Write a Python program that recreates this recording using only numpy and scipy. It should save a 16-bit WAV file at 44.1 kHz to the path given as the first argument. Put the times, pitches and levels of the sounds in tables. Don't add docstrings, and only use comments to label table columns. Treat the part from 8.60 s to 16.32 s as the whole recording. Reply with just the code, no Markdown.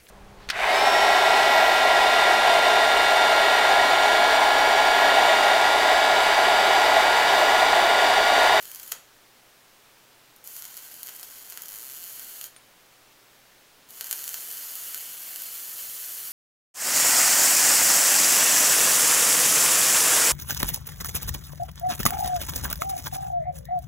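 import sys
import numpy as np
from scipy import signal
from scipy.fft import rfft, irfft
from scipy.io import wavfile
from scipy.ndimage import map_coordinates

SR = 44100
rng = np.random.default_rng(int(sys.argv[2]) if len(sys.argv) > 2 else 0)


def log_audio(samples):
    frames = np.atleast_2d(samples).T
    limited = np.clip(frames, -1, 1)
    pcm = np.round(limited * 32767).astype(np.int16)
    wavfile.write(sys.argv[1], SR, pcm)


N = 340452
TIME_S = np.arange(N) / SR

# (on [s], off [s], hot fizz level [dB], growth [dB/s])
FIRINGS = [(-.3, .318, -44.5, -1), (1.842, 3.87, -45, -0.3), (5.29, 7.8, -38.5, 1.45)]
# (frequency [Hz], level [dB])
BURST_SPECTRUM = [(750, -15.5), (1200, -16), (2200, -13), (3800, -11), (5200, -6.5), (8000, -3.5),
                  (9200, -1), (10300, -0.5), (13000, 3), (14500, 3), (16000, -8.5)]
# (centre [Hz], width [Hz], lift [dB])
CUP_RESONANCES = [(1524, 420, 7), (2020, 190, 4), (3035, 680, 7), (4370, 240, 7.5), (6830, 380, 8.5),
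                  (9120, 360, -10.5), (11830, 520, 2), (13800, 300, -3.5)]
# (frequency [Hz], relative density [dB])
NOISE_SPECTRUM = [(20, 2), (40, -8), (80, -7), (160, -3), (300, -.8), (600, 0), (1500, -1.8), (3000, -3.8),
                  (6000, -7.3), (9500, -11), (16000, -9.3)]
# (time [s], level [dB], tilt [dB/oct], colour peak [Hz])
POPS = [(0.1164, -17, 0, 2800), (0.148, -14, 3, 4700), (0.1592, -16.5, 0, 6200), (0.3172, -16, 3, 1200),
        (0.3196, -7.5, -1, 6860), (0.3211, -4, -3, 7100), (1.7632, -28.5, 1, 11400),
        (1.842, -23.5, 5, 11200), (1.875, -13.8, 3, 5900), (1.9655, -14.5, 0.5, 1400),
        (2.0228, -14.5, -1, 6200), (2.0423, -18, -1, 1600), (2.053, -15.5, -2, 7900),
        (2.1748, -16, -0.2, 4300), (2.4317, -10, 1.5, 4000), (2.4877, -19, -4, 8300),
        (2.4925, -15.5, -0.5, 1600), (2.6306, -19, -3.5, 5700), (2.9236, -18.5, -3.5, 6500),
        (2.9746, -12, -2, 1700), (3.0206, -12.5, 4, 6500), (3.0586, -17.5, 0, 6000), (3.084, -15, 1, 5500),
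        (3.596, -15.5, -1, 12900), (3.8131, -12.5, -1.5, 3160), (3.8416, -12.5, -1, 6500),
        (5.3068, -20.5, 3, 4300), (5.4102, -7, -2, 4300), (5.4436, -12.5, 1.5, 6400),
        (5.5118, -2, -0.5, 8200), (5.5283, -2.8, -1, 9700), (5.6414, -11.5, 0, 6650),
        (5.6785, -9.5, -1.5, 7600), (5.6918, -9.5, 0.5, 6500), (5.743, -8, -2, 6000),
        (6.1551, -10, 5, 4300), (6.3458, -8, -1, 13600), (6.76, -10.5, -0.5, 9100), (6.821, -11, 6, 2390)]
# (start [s], end [s], first rate [1/s], last rate [1/s], first level [dB], last level [dB])
SPIT_RUNS = [(1.845, 2.001, 460, 285, -30, -22.5), (3.09, 3.87, 93, 397, -18.5, -27),
             (5.289, 5.404, 270, 420, -31, -28), (5.559, 6.329, 140, 250, -21, -27.5)]
# (time [s], level [dB])
TICKS = [(3.9638, -32.5)]
# (frequency [Hz], level [dB], t60 [s])
METAL_MODES = [(2430, -6, 0.0035), (3520, -1, 0.0022), (6660, -10, 0.0039), (9110, -13, 0.07),
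               (9400, -18, .08)]
# (delay [ms], level [dB])
ECHOES = [(.66, -14), (2.58, -17)]
# (frequency [Hz], t60 [s])
ROOM_DECAY = [(500, .33), (3000, .33), (7000, .3), (14000, .25)]


def from_db(db):
    return 10 ** (np.asarray(db) / 20)


def unit_rms(x):
    return x / np.sqrt(np.mean(x ** 2) + 1e-20)


def at_hz(table, hz):
    knots_hz, values = np.array(table).T
    return np.interp(np.log(np.maximum(hz, 1)), np.log(knots_hz), values)


def resonance_db(resonances, hz):
    return sum(db / (1 + (2 * (hz - centre_hz) / width_hz) ** 2) for centre_hz, width_hz, db in resonances)


def convolve(x, response):
    return signal.fftconvolve(x, response)[:N]


def min_phase(curve_db, size=2048):
    hz = np.arange(size // 2 + 1) * SR / size
    cepstrum = irfft(np.log(from_db(curve_db(hz))))
    cepstrum[1:size // 2] *= 2
    cepstrum[size // 2 + 1:] = 0
    return irfft(np.exp(rfft(cepstrum)))


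def drift(knots_per_s):
    knots = rng.standard_normal(4096)
    return np.interp(TIME_S * knots_per_s, np.arange(len(knots)), knots)


def add(out, time_s, sound):
    start = min(max(round(time_s * SR), 0), N)
    out[start:start + len(sound)] += sound[:N - start]


def burst(tilt_db_oct=0, ringing=1, peaks=(), pivot_hz=11000, low_cut_hz=600):
    def plain_db(hz):
        bass_loss_db = 10 * np.log10(1 + (low_cut_hz / np.maximum(hz, 50)) ** 4)
        return at_hz(BURST_SPECTRUM, hz) - bass_loss_db + ringing * resonance_db(CUP_RESONANCES, hz)

    def coloured_db(hz):
        octaves = np.log2(np.maximum(hz, BURST_SPECTRUM[0][0]) / pivot_hz)
        return plain_db(hz) + tilt_db_oct * octaves + resonance_db(peaks, hz)
    plain_peak = np.abs(signal.hilbert(min_phase(plain_db))).max()
    return min_phase(coloured_db) / plain_peak


def heat_db(time_s, on_s, off_s, cold_db=-19.5, warm_up_s=0.17, cooling_db_per_s=608):
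    coldness = np.clip(1 - (time_s - on_s) / warm_up_s, 0, 1)
    return cold_db * coldness - cooling_db_per_s * np.clip(time_s - off_s, 0, 1)


def fizz(mild_db=-43, mild_per_s=6000, fierce_db=-35, spread_db=7.5, gain_db=-1.26, flutter_db=0.4):
    level = np.zeros(N)
    for on_s, off_s, hot_db, growth_db_per_s in FIRINGS:
        level_db = hot_db + growth_db_per_s * (TIME_S - on_s) + heat_db(TIME_S, on_s, off_s)
        level += (TIME_S >= on_s) * from_db(level_db)
    chance = np.clip(mild_per_s / SR * level / from_db(mild_db), 1e-4, 1)
    sizes = unit_rms(from_db(spread_db * np.minimum(rng.standard_normal(N), 1.66)))
    clicks = (rng.random(N) < chance) * sizes * rng.choice([-1, 1], N) / np.sqrt(chance)
    clicks *= level * from_db(gain_db + flutter_db * drift(40)) / np.linalg.norm(burst())
    fierceness = np.clip(level / from_db(fierce_db), 0, 1)
    mild = convolve(clicks * (1 - fierceness), burst(tilt_db_oct=-2.0, ringing=0.85))
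    fierce = convolve(clicks * fierceness, burst(tilt_db_oct=0.05, ringing=0.64))
    return mild + fierce


def background(noise_rms_db=-55.5, hum_hz=121.4, hum_rms_db=-77):
    colour = min_phase(lambda hz: at_hz(NOISE_SPECTRUM, hz), size=8192)
    noise = unit_rms(convolve(rng.standard_normal(N), colour))
    hum = np.sqrt(2) * np.sin(2 * np.pi * hum_hz * TIME_S)
    return from_db(noise_rms_db) * noise + from_db(hum_rms_db) * hum


def crackles(rate_per_s=14, typical_db=-20, spread_db=4, tilt_db_oct=0.9, spread_db_oct=3):
    out = np.zeros(N)
    for on_s, off_s, _, _ in FIRINGS:
        times_s = on_s + np.cumsum(rng.exponential(size=128)) / rate_per_s
        for time_s in times_s:
            strength, brightness = rng.uniform(-1, 1, size=2)
            if 0 < time_s < off_s:
                level_db = typical_db + spread_db * strength + heat_db(time_s, on_s, off_s)
                crackle = burst(tilt_db_oct + spread_db_oct * brightness, ringing=0.91)
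                add(out, time_s, from_db(level_db) * crackle)
    return out


def pops(gain_db=-1.5, colour_width_hz=1300, colour_lift_db=5):
    out = np.zeros(N)
    for time_s, level_db, tilt_db_oct, colour_hz in POPS:
        pop = burst(tilt_db_oct, ringing=0.94, peaks=[(colour_hz, colour_width_hz, colour_lift_db)])
        add(out, time_s, from_db(level_db + gain_db) * pop)
    return out


def spits(jitter=0.1, spread_db=0.9):
    clicks = np.zeros(N)
    for start_s, end_s, first_per_s, last_per_s, first_db, last_db in SPIT_RUNS:
        running = (TIME_S >= start_s) & (TIME_S < end_s)
        progress = np.clip((TIME_S - start_s) / (end_s - start_s), 0, 1)
        rate_per_s = first_per_s * (last_per_s / first_per_s) ** progress * np.exp(jitter * drift(200))
        count = np.ceil(np.cumsum(rate_per_s * running) / SR)
        level_db = first_db + (last_db - first_db) * progress + spread_db * rng.standard_normal(N)
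        clicks += np.diff(count, prepend=0) * from_db(level_db)
    return convolve(clicks, burst(tilt_db_oct=0.43, ringing=0.82))


def ticks():
    out, age_s = np.zeros(N), TIME_S[:SR // 5]
    for time_s, level_db in TICKS:
        for hz, mode_db, t60_s in METAL_MODES:
            envelope = from_db(level_db + mode_db - 60 * age_s / t60_s)
            add(out, time_s, envelope * np.sin(2 * np.pi * hz * age_s))
    return out


def passing_hand(x, covering, nearby, shadow=0.3, shadow_hz=3500, echo=0.2, near_s=0.0003, far_s=0.0009,
                 palm_hz=2900, palm_width_hz=1200, palm_db=-7):
    high_pass = min_phase(lambda hz: -10 * np.log10(1 + (shadow_hz / np.maximum(hz, 20)) ** 2))
    direct = x - shadow * covering * convolve(x, high_pass)
    delay_s = far_s + (near_s - far_s) * nearby
    reflection = echo * nearby * map_coordinates(x, [(TIME_S - delay_s) * SR], order=3)
    hollow = signal.lfilter(*signal.iirpeak(palm_hz, palm_hz / palm_width_hz, fs=SR), x)
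    beside_coil = np.sqrt(nearby) * (1 - covering)
    return direct + reflection + from_db(palm_db) * beside_coil * hollow


def scatter(near_db=-8.5, near_t60_s=0.069, onset_s=0.0011, tail_db=-8, tilt_db_oct=-2, build_s=0.002):
    age_s = TIME_S[:SR // 2]
    near = rng.standard_normal(len(age_s)) * from_db(-60 * age_s / near_t60_s) * (age_s > onset_s)
    tail, edges_hz = 0, np.geomspace(200, 18000, 11)
    for low_hz, high_hz in zip(edges_hz, edges_hz[1:]):
        hz = np.sqrt(low_hz * high_hz)
        band_pass = signal.butter(2, [low_hz, high_hz], "band", fs=SR, output="sos")
        band = signal.sosfilt(band_pass, rng.standard_normal(len(age_s)))
        tail += band * from_db(tilt_db_oct * np.log2(hz) - 60 * age_s / at_hz(ROOM_DECAY, hz))
    tail *= 1 - np.exp(-age_s / build_s)
    return from_db(near_db) * near / np.linalg.norm(near) + from_db(tail_db) * tail / np.linalg.norm(tail)


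def room(x, hand_s=6.56, hand_half_s=0.15, sway_rad=0.46, sway_per_s=1.147, sweep_rad=1.5):
    hand_offset = (TIME_S - hand_s) / hand_half_s
    covering, nearby = np.exp(-hand_offset ** 2), np.exp(-(hand_offset / 2) ** 2)
    echoes = sum(from_db(db) * np.pad(x, (round(ms * SR / 1000), 0))[:N] for ms, db in ECHOES)
    blend_rad = sway_rad * drift(sway_per_s) + sweep_rad * covering
    diffuse = convolve(x * np.cos(blend_rad), scatter()) + convolve(x * np.sin(blend_rad), scatter())
    return passing_hand(x, covering, nearby) + echoes + diffuse


def scene():
    coil = fizz() + spits() + pops() + crackles() + ticks()
    mono = room(coil) + background()
    return np.array([mono, mono])


def record(dry, cutoff_hz=15850):
    low_pass = signal.firwin(255, cutoff_hz, fs=SR)
    return signal.fftconvolve(dry, low_pass[None], mode="same", axes=1)


dry = scene()
out = record(dry)
log_audio(out)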